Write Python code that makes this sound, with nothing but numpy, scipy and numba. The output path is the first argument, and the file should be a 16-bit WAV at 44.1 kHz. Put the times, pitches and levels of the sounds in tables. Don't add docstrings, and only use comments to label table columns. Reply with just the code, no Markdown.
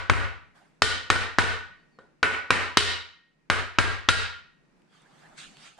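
import sys
import numpy as np
from scipy import signal
from scipy.fft import rfft, irfft, next_fast_len
from scipy.io import wavfile
from scipy.ndimage import uniform_filter1d
from numba import njit

SR = 44100
rng = np.random.default_rng(int(sys.argv[2]) if len(sys.argv) > 2 else 0)


def int16_out(signal):
    q = np.round(np.clip(np.atleast_2d(signal).T, -1, 1) * 32767)
    wavfile.write(sys.argv[1], SR, q.astype(np.int16))


def volts_from_db(level):
    exponent = np.asarray(level, float) / 20
    return 10 ** exponent


N = 255339
TOUCH_S = 0.0017


def unit(x):
    return x / np.sqrt(np.mean(x ** 2) + 1e-20)


def along(points, hz):
    f, v = np.transpose(points)
    return np.interp(np.log(hz + 1), np.log(f + 1), v)


def filtered(x, response):
    m = next_fast_len(x.shape[-1] + 8192)
    spectrum = rfft(x, m) * response(np.fft.rfftfreq(m, 1 / SR))
    return irfft(spectrum, m)[..., :x.shape[-1]]


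def causal(x, db_of):
    def response(hz):
        cepstrum = irfft(np.log(np.maximum(volts_from_db(db_of(hz)), 1e-6)))
        half = len(cepstrum) // 2
        cepstrum[1:half] *= 2
        cepstrum[half + 1:] = 0
        return np.exp(rfft(cepstrum))
    return filtered(x, response)


def pair(noise, alike):
    def turn(hz):
        return np.arccos(np.clip(along(alike, hz), -1, 1)) / 2
    mid, side = filtered(noise, lambda hz: np.array([np.cos(turn(hz)), np.sin(turn(hz))]))
    return np.array([mid + side, mid - side])


def rush(spectrum, alike, patchy_db):
    z = signal.stft(rng.standard_normal((2, N)), nperseg=512)[2]
    field = uniform_filter1d(rng.standard_normal(z.shape[1:]), size=5, axis=0)
    field = uniform_filter1d(field, size=7, axis=1)
    noise = signal.istft(z * volts_from_db(patchy_db * unit(field)), nperseg=512)[1][:, :N]
    coloured = filtered(noise, lambda hz: volts_from_db(along(spectrum, hz)))
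    return unit(pair(coloured, alike))


def ringing(hz, t60, db, t, attack, spread_db, drift):
    start_db = (db + spread_db * rng.standard_normal(len(hz)))[:, None]
    level = volts_from_db(start_db - 60 * t / t60[:, None])
    walk = np.cumsum(rng.standard_normal((len(hz), len(t) // 64 + 1)), axis=1)
    walk = walk.repeat(64, axis=1)[:, :len(t)]
    walk = uniform_filter1d(walk, size=128, axis=1)
    modes = level * np.sin(2 * np.pi * hz[:, None] * t + drift * walk)
    return (1 - np.exp(-t / attack)) * np.sum(modes, axis=0)


def mallet():
    # start in seconds, level in dB, lift in dB near 2.4 kHz,
    # clang (lift in dB near 3.4 kHz), mount shake in dB re the blow ahead of the mount's mode levels.
    blows = [(-.19, -9.5, 6.5, -1.5, -20.5), (0.0963, -12, 8.5, -5.5, -17.5), (.819, -11.5, 10.5, 9, -29),
             (1.1003, -11.5, 9.5, 1.5, -25.5), (1.384, -11.5, 8.5, 0, -25.5), (2.228, -12.5, 12.5, -3, -35),
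             (2.5042, -10.5, 10.5, -1, -32.5), (2.77, -8, 14.5, 12.5, -33), (3.499, -15, 9, -0.5, -26.5),
             (3.7845, -12, 8.5, 1, -22.5), (4.086, -10.5, 14, 9.5, -25)]
    # start in seconds, level in dB.
    touches = [(.134, -20), (1.159, -23), (1.419, -20.5), (1.436, -21), (1.986, -45), (2.557, -25),
               (2.806, -19)]
    # struck from this time in seconds,
    # first centre in Hz, its lift in dB, second centre in Hz, its lift in dB.
    caps = [(-1, 1442, 16, 1225, 0), (.5, 1474, 13.5, 1850, 12.5), (2.5, 2170, 10, 1820, 4),
            (3, 1410, 11, 1610, 9.5)]
    lead = SR // 4
    out = np.zeros((2, lead + N + SR))
    light = [(s, db, 3, 0, -38, -6) for s, db in touches]
    for s, db, *tone in [*blows, *light]:
        cap = [c for c in caps if c[0] < s][-1]
        sound = blow([cap[1:3], cap[3:]], db, *tone)
        out[:, lead + round(s * SR):][:, :sound.shape[1]] += sound
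    return out[:, lead:lead + N]


def blow(favoured, db, mid_db, clang_db, shake_db, echo_db=0):
    # frequency in Hz, relative level in dB per hertz.
    clatter_spectrum = [(88, -27.5), (150, -18.5), (361, -13.5), (745, -18), (1480, -10), (2450, -22.5),
                        (4320, -16), (5460, -19.5), (8730, -35.5), (11500, -53), (13700, -50), (16000, -60)]
    t = np.arange(SR * 7 // 10) / SR
    after = np.maximum(t - TOUCH_S, 0)
    soft_db = 0.68 * max(-21.5 - db, 0)
    edge_db = 1.165 * clang_db - 4.5
    lift = [(550, soft_db), (1700, 0.02), (2400, mid_db), (3400, clang_db),
            (4700, edge_db), (6500, 0.84 * edge_db)]

    def colour(hz):
        return along(clatter_spectrum, hz) + along(lift, hz)

    grit = clatter(after, colour)
    ring = volts_from_db(0.5 - .3 * soft_db) * block_ring(after, favoured, lift)
    burst = causal(1. * (t == 0), colour)
    echo = volts_from_db(echo_db) * walls(volts_from_db(26) * burst / np.linalg.norm(burst) + volts_from_db(6.5) * ring)
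    shake = mount_shake(t, shake_db)
    width = volts_from_db(-9.5) * grit[1] * [[1], [-1]]
    return volts_from_db(db) * (knock(t, after, soft_db) + grit[0] + ring + width + echo + shake)


def knock(t, after, soft_db):
    swing = -np.exp(-after / .0006) * np.cos(2 * np.pi * 1200 * after)
    push = np.where(t < TOUCH_S, .25 * (t / TOUCH_S) ** 2, swing)
    body = [(30, -33.5), (200, 9.5), (2500, 0.5), (7000, -2.0), (11000, -24.5), (16000, -48)]  # Hz, dB
    dull = [(550, 0.51 * soft_db), (1500, -.2 * soft_db), (6000, -1.1 * soft_db)]
    return volts_from_db(2.5) * causal(push, lambda hz: along(body, hz) + along(dull, hz))


def clatter(after, colour):
    fade = volts_from_db(-60 * after / 0.026) * (after > 0)
    grit = causal(rng.standard_normal((2, len(after))) * fade, colour)
    return grit / np.linalg.norm(grit[0]) * volts_from_db(14.5)


def block_ring(after, favoured, lift):
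    # frequency in Hz, t60 in seconds, base level in dB re the blow.
    block_modes = [(436.5, 0.12, -25.5), (543, 0.12, -26), (960, 0.092, -22.5), (1233, 0.037, -14.5),
                   (1401.5, 0.1, -16.5), (1433, 0.18, -27.5), (1470, 0.15, -24), (1615, 0.11, -19.5),
                   (1821, 0.11, -20.5), (1870, 1.1, -53), (1910, 0.35, -28), (2100, 0.1, -23.5),
                   (2257, .07, -28), (2650, 0.053, -25), (2929, 0.092, -29), (3060, 0.14, -27),
                   (3190, .05, -30), (3593, .07, -31), (3857, 0.17, -24.5), (3940, 0.094, -27),
                   (4560, 0.095, -27.5), (5002, .07, -48), (5230, 0.056, -40)]
    hz, t60, mode_db = np.transpose(block_modes)
    for near_hz, up_db in favoured:
        mode_db = mode_db + up_db * np.exp(-(np.log(hz / near_hz) / 0.018) ** 2)
    drift = (0.45 / (1 + t60 / 0.39))[:, None]
    mode_db = mode_db + 0.87 * along(lift, hz)
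    return ringing(hz, t60, mode_db, after, attack=0.0015, spread_db=2.0, drift=drift)


def mount_shake(t, shake_db):
    # frequency in Hz, t60 in seconds ahead of the common fade,
    # relative level in dB.
    mount_modes = [(50, .3, -3), (60.4, 0.43, 11), (74.5, 0.75, 2), (92.34, 0.5, 18.5), (100.5, 0.33, 11.5),
                   (104.2, 0.34, 9.5), (142, 0.29, 8.5), (273, 0.33, 3)]
    sway = ringing(*np.transpose(mount_modes), t, attack=.012, spread_db=1.5, drift=.05)
    fade = volts_from_db(shake_db - 60 * t ** 2)
    return fade * sway * [[1], [-.6]]


def walls(x):
    # frequency in Hz, relative level in dB.
    echo_colour = [(100, -5.5), (400, -4.5), (1000, -2.5), (1500, -4), (3000, -6), (6000, -6.5),
                   (10000, 12.5), (12000, 7), (14000, 12), (16000, -9.5)]
    # frequency in Hz, t60 in seconds.
    wall_decay = [(100, 0.32), (300, 0.4), (1000, 0.49), (3000, 0.51), (6000, 0.43), (10000, 0.3),
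                  (15000, 0.22)]
    # frequency in Hz, left-right likeness from 0 to 1.
    echo_alike = [(200, 0.9), (1400, 0.3), (3000, 0.68), (7000, 0.032), (15000, 0)]
    hz, t, z = signal.stft(rng.standard_normal((2, SR * 3 // 4)), SR, nperseg=256)
    level_db = along(echo_colour, hz)[:, None] - 60 * t / along(wall_decay, hz)[:, None]
    tail = pair(signal.istft(z * volts_from_db(level_db), SR, nperseg=256)[1], echo_alike)
    tail = tail * (1 - np.exp(-np.arange(tail.shape[1]) / SR / 0.013))
    return signal.fftconvolve(x[None], tail / np.linalg.norm(tail[0]), axes=1)[:, :len(x)]


def ticks():
    # start in seconds, level in dB, frequency in Hz.
    contacts = [(4.82, -63, 3000), (5.02, -60, 8740), (5.57, -46.5, 3100), (5.779, -55, 708)]
    out, t = np.zeros(N + SR), np.arange(SR // 20) / SR
    for s, db, hz in contacts:
        tone = np.sin(2 * np.pi * hz * t) + 0.49 * rng.standard_normal(len(t))
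        out[round(s * SR):][:len(t)] += volts_from_db(db - 60 * t / 0.004) * tone
    return out[:N]


def rustle():
    # peak time in seconds, rise (by 20 dB) in seconds,
    # t60 of the fall in seconds, level in dB, tilt in dB per range towards the bright.
    rubs = [(.558, .02, 0.73, -71.5, -4), (4.77, .03, 0.39, -89, -7), (4.94, .06, 1.17, -74, 1.5),
            (5.2, 0.31, 2.4, -69.5, -2), (5.381, 0.018, 0.5, -60, 8.5), (5.639, 0.14, 0.4, -63.5, 6.5),
            (5.79, 0.019, .2, -65, -9)]
    # frequency in Hz, relative level in dB per hertz.
    cloth_spectra = [
        [(350, -22.5), (600, -2.5), (800, 3), (1050, -5), (1400, -25.5)],
        [(800, -28.5), (1150, 1), (1600, 3), (2100, -4.5), (2800, -25)],
        [(1290, -40), (2200, -5), (3340, -3.5), (4080, -7.5), (4570, -6), (5200, -12), (8350, -11.5),
         (15000, -47.5)],
    ]
    hold_s, middle_db = .025, 2
    t, ranges = np.arange(N) / SR, np.array([[-1], [0], [1]])
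    power = 0
    for s, rise, t60, db, tilt_db in rubs:
        fall_db = 60 * np.maximum(t - s - hold_s, 0) / t60
        below_db = np.where(t < s, 20 * (s - t) / rise, fall_db)
        power = power + volts_from_db(db + tilt_db * ranges - below_db + middle_db * (ranges == 0)) ** 2
    alike = [(500, 0.0091), (3000, 0.56), (7000, 0)]  # Hz, left-right likeness
    rub = sum(level * rush(spectrum, alike, patchy_db=3.0)
              for level, spectrum in zip(np.sqrt(power), cloth_spectra))
    return rub * volts_from_db([[-1.2], [1.2]])


def squeak():
    # start in seconds, length in seconds, start frequency in Hz,
    # glide in Hz per second, level in dB.
    glides = [(1.76, .085, 4410, 2600, -86), (1.915, .07, 4655, -6100, -84)]
    t, out = np.arange(N) / SR, 0
    for s, length, hz, glide, db in glides:
        u = np.clip(t - s, 0, length)
        swell = np.sqrt(2 * np.abs(np.sin(np.pi * u / length)))
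        out = out + volts_from_db(db) * swell * np.sin(2 * np.pi * (hz + glide * u / 2) * u)
    return out


def hum():
    # frequency in Hz, relative level in dB per hertz.
    hum_spectrum = [(15, -46.5), (25, 0), (91, -27), (149, 1.5), (256, -4.5), (386, -8.5), (527, -12.5),
                    (800, -17), (2480, -19.5), (3210, -29), (5120, -29), (12000, -41), (15600, -81.5),
                    (22000, -120)]
    # time in seconds, level in dB.
    heard_level = [(0, -72), (1.9, -71.5), (3.15, -79.5), (3.5, -74.5), (4.55, -73.5), (4.8, -70),
                   (4.9, -72), (5.5, -64.5), (5.79, -74)]
    s, db = np.transpose(heard_level)
    noise = rush(hum_spectrum, [(100, .55), (300, .2), (8000, 0)], patchy_db=.4)
    return volts_from_db(np.interp(np.arange(N) / SR, s, db)) * noise


def scene():
    return mallet() + ticks() + rustle() + squeak() + hum()


@njit
def follow(cut_db, fall, rise):
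    out, g = np.zeros_like(cut_db), 0.
    for i in range(len(out)):
        g += (cut_db[i] - g) * (fall if cut_db[i] < g else rise)
        out[i] = g
    return out


def top_cut(x):
    return signal.sosfilt(signal.butter(12, 16470, fs=SR, output="sos"), x)


def record(dry):
    # frequency in Hz, gain in dB.
    mic_response = [(20, 7.5), (9000, 6), (11000, 2.5), (13000, -4.5), (15500, -10), (17000, -62)]
    step = 1 / (0.011 * SR)
    power = signal.lfilter([step], [1, step - 1], np.mean(dry ** 2, axis=0))
    cut_db = -.9 * np.maximum(10 * np.log10(power + 1e-12) + 31, 0)
    gain_db = follow(cut_db, 1 / (0.013 * SR), 1 / (0.009 * SR))
    held = filtered(dry * volts_from_db(gain_db), lambda hz: volts_from_db(along(mic_response, hz)))
    clipped = held / (1 + np.abs(held / .92) ** 6) ** (1 / 6)
    roll_off = [(11000, 0), (14000, -4), (16500, -16)]
    finished = filtered(clipped, lambda hz: volts_from_db(along(roll_off, hz)))
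    return top_cut(finished)


dry = scene()
out = record(dry)
int16_out(out)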